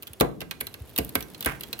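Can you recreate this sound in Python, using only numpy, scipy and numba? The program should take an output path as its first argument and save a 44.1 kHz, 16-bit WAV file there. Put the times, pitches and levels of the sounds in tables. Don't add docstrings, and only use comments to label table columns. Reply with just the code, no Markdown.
import sys
import numpy as np
from scipy import signal
from scipy.fft import rfft, irfft
from scipy.io import wavfile
from scipy.ndimage import uniform_filter1d, minimum_filter1d
from numba import njit

SR = 44100
rng = np.random.default_rng(int(sys.argv[2]) if len(sys.argv) > 2 else 0)


def to_wav(sig):
    pcm = np.clip(np.atleast_2d(sig), -1, 1) * 32767
    pcm = np.round(pcm).astype(np.int16)
    wavfile.write(sys.argv[1], SR, pcm.T)


N = 79380
AGE = np.arange(int(.2 * SR)) / SR

# frequency in Hz, level in dB.
SNAP_COLOUR = [(4500, -21.5), (7500, -13.5), (9500, -5), (11200, -2), (15000, -2.5), (16500, -12.5)]


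def undb(db):
    return 10 ** (np.asarray(db) / 20)


def at(table, hz):
    freqs, values = np.array(table, float).T
    return np.interp(np.log(np.maximum(hz, 1)), np.log(freqs), values)


def unit(x):
    return x / np.sqrt(np.sum(x ** 2) / len(x) / (SR / 100) + 1e-18)


def colour(x, table, size=1024):
    cepstrum = irfft(np.log(undb(at(table, np.fft.rfftfreq(size, 1 / SR)))))
    cepstrum[1:size // 2] *= 2
    cepstrum[size // 2 + 1:] = 0
    impulse = irfft(np.exp(rfft(cepstrum)))
    return signal.fftconvolve(x, impulse[None], axes=1)[:, :x.shape[1]]


def even(x, bins):
    spectrum = rfft(x, 2 * len(AGE))
    power = uniform_filter1d(np.abs(spectrum) ** 2, bins, axis=1)
    return irfft(spectrum / np.sqrt(np.abs(power) + 1e-18))[:, :len(AGE)]


def pair(size, alike=0, pan_db=0):
    mid, side = rng.standard_normal((2, size))
    noise = np.sqrt(1 + alike) * mid + np.sqrt(1 - alike) * side * np.array([[1], [-1]])
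    return noise * undb([[pan_db / 2], [-pan_db / 2]])


def fade(t60, attack_s):
    return (1 - np.exp(-AGE / attack_s)) * np.exp(-np.log(1000) * AGE / t60)


def add(out, start, x):
    i = max(int(start * SR), 0)
    out[:, i:i + x.shape[1]] += x[:, :max(N - i, 0)]


def modes(table, attack_s, scatter_db, sag=0, sag_s=.012, port_hz=494):
    out = 0
    clock = AGE + sag * sag_s * (1 - np.exp(-AGE / sag_s))
    for hz, db, t60 in table:
        weight, detune, side, phase = rng.standard_normal(4)
        lag = np.sign(side) * min(hz / port_hz, 1) ** 2 * np.array([[1], [-1]]) * np.pi / 3.5
        angle = 2 * np.pi * (hz * (1 + 0.012 * detune) * clock + phase) + lag
        out = out + undb(db + scatter_db * weight) * fade(t60, attack_s) * np.sin(angle)
    return unit(out)


def background(start_db=-53.5, rise_db_per_s=3.5):
    # frequency in Hz, level in dB.
    room_tone = [(30, -13), (65, -0.5), (400, -4.5), (900, -15), (4000, -25), (13000, -31)]
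    tilt = undb(at(room_tone, np.fft.rfftfreq(N, 1 / SR)))
    noise = irfft(rfft(pair(N, alike=0.61, pan_db=-1.0)) * tilt, N)
    return noise / noise.std() * undb(start_db + rise_db_per_s * np.arange(N) / SR)


def workshop(x):
    # frequency in Hz, level in dB.
    echo_colour = [(60, -15.5), (170, -5), (400, -10), (1700, -9), (4000, -15.5), (12000, -14.5),
                   (16000, -26)]
    # frequency in Hz, t60 in seconds.
    echo_t60 = [(150, 1), (500, 0.35), (2000, 0.26), (14000, 0.32)]
    hz = np.fft.rfftfreq(N, 1 / SR)
    age = np.arange(N) / SR
    noise = rfft(pair(N, alike=0.066, pan_db=-1.5))
    echo = 0
    for centre in 62.5 * 2 ** np.arange(9):
        octave = np.clip(1 - np.abs(np.log2((hz + 1) / centre)), 0, 1)
        band = irfft(noise * octave * undb(at(echo_colour, hz)), N)
        shape = (1 - np.exp(-(age / 0.0027) ** 2)) * np.exp(-np.log(1000) * age / at(echo_t60, centre))
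        echo = echo + band * shape / np.sqrt(2 * np.sum(shape ** 2))
    return signal.fftconvolve(x, echo, axes=1)[:, :N]


def bumps():
    # start in seconds, level in dB.
    jogs = [(.097, -43.5), (.806, -31.5)]
    out = np.zeros((2, N))
    for start, db in jogs:
        thud = modes([(73.6, 0.5, 0.09), (114, -1.5, 0.067)], attack_s=0.0095, scatter_db=1)
        add(out, start, undb(db) * thud)
    return out


def grit(kinds=12, grains_per_s=95, spread_db=3.5):
    # time in seconds, base level in dB.
    grit_level = [(.65, -73), (.82, -61.5), (1.0, -61.5)]
    out = 0
    for _ in range(kinds):
        pulses = np.zeros((2, N))
        for when, draw in rng.random((int(grains_per_s * N / SR / kinds), 2)):
            base_db = np.interp(when * N / SR, *np.transpose(grit_level))
            pulses[:, int(when * N)] += undb(base_db - spread_db * np.log(0.056 + draw))
        grain = snap(grain_note()) + undb(-4) * ring(rng.uniform(2750, 4500))
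        out = out + signal.oaconvolve(pulses, grain, axes=1)[:, :N]
    return out


def grain_note():
    return rng.uniform(10700, 15300)


def snap(note_hz, peak_db=7, width_hz=1400):
    burst = fade(t60=0.0027, attack_s=0.00038)
    crumble = undb(-4.5) * fade(t60=0.018, attack_s=0.00031) / 2
    noise = even(pair(len(AGE), alike=0.36) * (burst + crumble), bins=1200)
    hz = np.linspace(1000, 17000, 80)
    db = at(SNAP_COLOUR, hz) + peak_db * np.exp(-((hz - note_hz) / width_hz) ** 2)
    return unit(colour(noise, np.column_stack([hz, db])))


def crunch():
    # frequency in Hz, level in dB.
    crunch_colour = [(110, -5.5), (450, 2), (1000, -10.5), (1600, -26.5), (5000, -54.5)]
    mid, side = even(pair(len(AGE)) * fade(t60=0.057, attack_s=0.00086), bins=80)
    side = signal.sosfilt(signal.butter(2, 280, "high", fs=SR, output="sos"), side)
    return unit(colour(np.array([mid + side, mid - side]), crunch_colour) * undb([[3], [0]]))


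def ring(link_hz, clear_t60=.04):
    # frequency in Hz, level in dB.
    ring_colour = [(1500, -31), (2500, 1), (4100, 1.5), (5000, -5), (8500, -12.5), (12000, -13.5)]
    burst = pair(len(AGE), alike=0.049, pan_db=-6.0) * fade(t60=0.03, attack_s=0.0002)
    dense = unit(colour(burst, ring_colour))
    clear = modes([(link_hz, 0, clear_t60)], attack_s=0.000095, scatter_db=0) * undb([[-2], [1.5]])
    return unit(dense + undb(-4) * clear)


def clank(link_hz, t60, peak_db=5.5, uneven_db=3.5):
    # frequency in Hz, level in dB.
    chatter_colour = [(350, -22), (800, 1.5), (1600, 1.5), (2800, -3.5), (4200, -17.5)]
    # frequency in Hz, level in dB, t60 in seconds.
    link_modes = [(1195, -5.5, 0.084), (1570, -0.5, 0.077), (2023, 3.5, 0.044), (2225, -1.5, 0.071)]
    flutter = undb(uneven_db * np.repeat(rng.standard_normal(len(AGE)), 64)[:len(AGE)])
    burst = even(pair(len(AGE)) * flutter * fade(t60, attack_s=0.00081), bins=160)
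    hz = np.geomspace(200, 8000, 50)
    db = at(chatter_colour, hz) + peak_db * np.exp(-(2 * np.log2(hz / link_hz)) ** 2)
    chatter = unit(colour(burst, np.column_stack([hz, db])))
    tones = undb(-5.5) * modes(link_modes, attack_s=0.0013, scatter_db=0.5)
    return unit((chatter + tones) * undb([[-5], [0]]))


def crack(start, link_hz, note_hz, clank_db, ring_db, snap_db, clank_t60, strain_s=0.0021):
    out = np.zeros((2, N))
    time_left = np.arange(int(4 * strain_s * SR))[::-1] / SR
    swell = pair(len(time_left), alike=0.73, pan_db=-6) * np.exp(-time_left / strain_s)
    strain = unit(colour(swell, SNAP_COLOUR))
    add(out, start - time_left[0], undb(snap_db - 19) * strain)
    add(out, start, undb(snap_db) * snap(note_hz) + undb(ring_db) * ring(link_hz))
    add(out, start + .0006, undb(clank_db) * clank(link_hz, clank_t60))
    return out


def chain(knock_lag_s=.001, thud_lag_s=0.0041):
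    # start in seconds, link pitch in Hz, ring and snap in dB.
    clicks = [ (0.0241, 2790, -46.5, -42.5), (0.0306, 2670, -46, -41), (0.0703, 3410, -42.5, -45.5),
              (0.076, 3220, -46, -44), (.133, 3430, -48, -42.5), (0.2001, 3310, -32, -32),
              (0.406, 2797, -33.5, -35.5), (0.5106, 2490, -28, -34), (0.6051, 3360, -40.5, -39),
              (0.6687, 4050, -36, -35.5), (.741, 2655, -41, -43), (0.9617, 3750, -35, -34),
              (0.9781, 2990, -32, -25.5), (1.048, 3500, -52, -36.5), (1.092, 4250, -48, -38.5),
              (1.2063, 2320, -38.5, -35.5), (1.2251, 5780, -40, -39), (1.3463, 4070, -42, -53),
              (1.4074, 3920, -37.5, -33.5), (1.426, 3430, -37, -38), (1.4473, 2940, -35.5, -32),
              (1.6086, 2810, -40.5, -36), (1.6347, 3300, -36.5, -41), (1.7291, 4090, -29, -37.5),
              (1.791, 2725, -41, -34)]
    # start in seconds, link pitch and snap note in Hz,
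    # levels of thud, knock, crunch, clank, ring and snap in dB, clank t60 in seconds.
    slips = [ (0.2087, 1173, 14700, -17.5, -11, -7.5, -15.5, -16, -18, 0.079),
             (.4150, 2795, 12600, -37.5, -33.5, -33.5, -33.5, -33, -43, 0.065),
             (0.6090, 2340, 11800, -44.5, -36.5, -37, -34, -33, -25.5, 0.053),
             (0.9857, 2800, 13000, -28, -22, -27, -30, -27, -22, 0.014),
             (1.1536, 2273, 11900, -31, -24, -26.5, -21.5, -24.5, -19, 0.033),
             (1.4595, 1840, 10300, -28, -27.5, -25, -21, -31, -24.5, 0.23)]
    # frequency in Hz, level in dB, t60 in seconds.
    knock_modes = [(169, -6, 0.19), (220.7, -2, 0.15), (261.7, 0.5, .12), (346.3, -2.5, 0.099),
                   (417, 3, 0.13), (523.4, -1.5, 0.12), (648, -8.5, 0.17)]
    thud_modes = [(58.8, -6, 0.32), (71.3, 6.5, 0.11), (116, -7.5, .15), (142.3, -7.5, 0.25)]
    # start in seconds, level in dB.
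    shifts = [(0.2196, -15.5), (.233, -16.5), (.246, -18.5)]
    out = np.zeros((2, N))
    for start, link_hz, ring_db, snap_db in clicks:
        clank_db = ring_db - 5.5 - 7.5 * np.log2(link_hz / 2560)
        out += crack(start, link_hz, grain_note(), clank_db, ring_db, snap_db, clank_t60=0.054)
        add(out, start + knock_lag_s, undb(ring_db - 12.5) * crunch())
    for start, link_hz, note_hz, thud_db, knock_db, crunch_db, clank_db, ring_db, snap_db, t60 in slips:
        out += crack(start, link_hz, note_hz, clank_db, ring_db, snap_db, t60)
        knock = modes(knock_modes, attack_s=0.0008, scatter_db=1, sag=0.17)
        add(out, start + knock_lag_s, undb(knock_db) * knock + undb(crunch_db) * crunch())
        thud = modes(thud_modes, attack_s=0.0072, scatter_db=2.0) * undb([[-1.5], [1.5]])
        add(out, start + thud_lag_s, undb(thud_db) * thud)
    for start, db in shifts:
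        add(out, start, undb(db) * crunch())
    return out


def scene():
    near = chain() + bumps() + grit()
    return near + workshop(near) + background()


@njit
def follow(x, release):
    out, held = np.empty(len(x)), 0.
    for i in range(len(x)):
        held = max(x[i], held * (1 - release))
        out[i] = held
    return out


def record(dry, limit_db=-2.5, release_s=0.53, low_cut_hz=42, top_hz=15900):
    peak = follow(np.abs(dry).max(axis=0), 1 / (release_s * SR))
    gain = np.minimum(1, undb(limit_db) / (peak + 1e-9))
    gain = uniform_filter1d(minimum_filter1d(gain, size=65), size=65)
    lean = signal.sosfilt(signal.butter(4, low_cut_hz, "high", fs=SR, output="sos"), dry * gain)
    return signal.sosfilt(signal.ellip(8, .2, 70, top_hz, fs=SR, output="sos"), lean)


dry = scene()
out = record(dry)
to_wav(out)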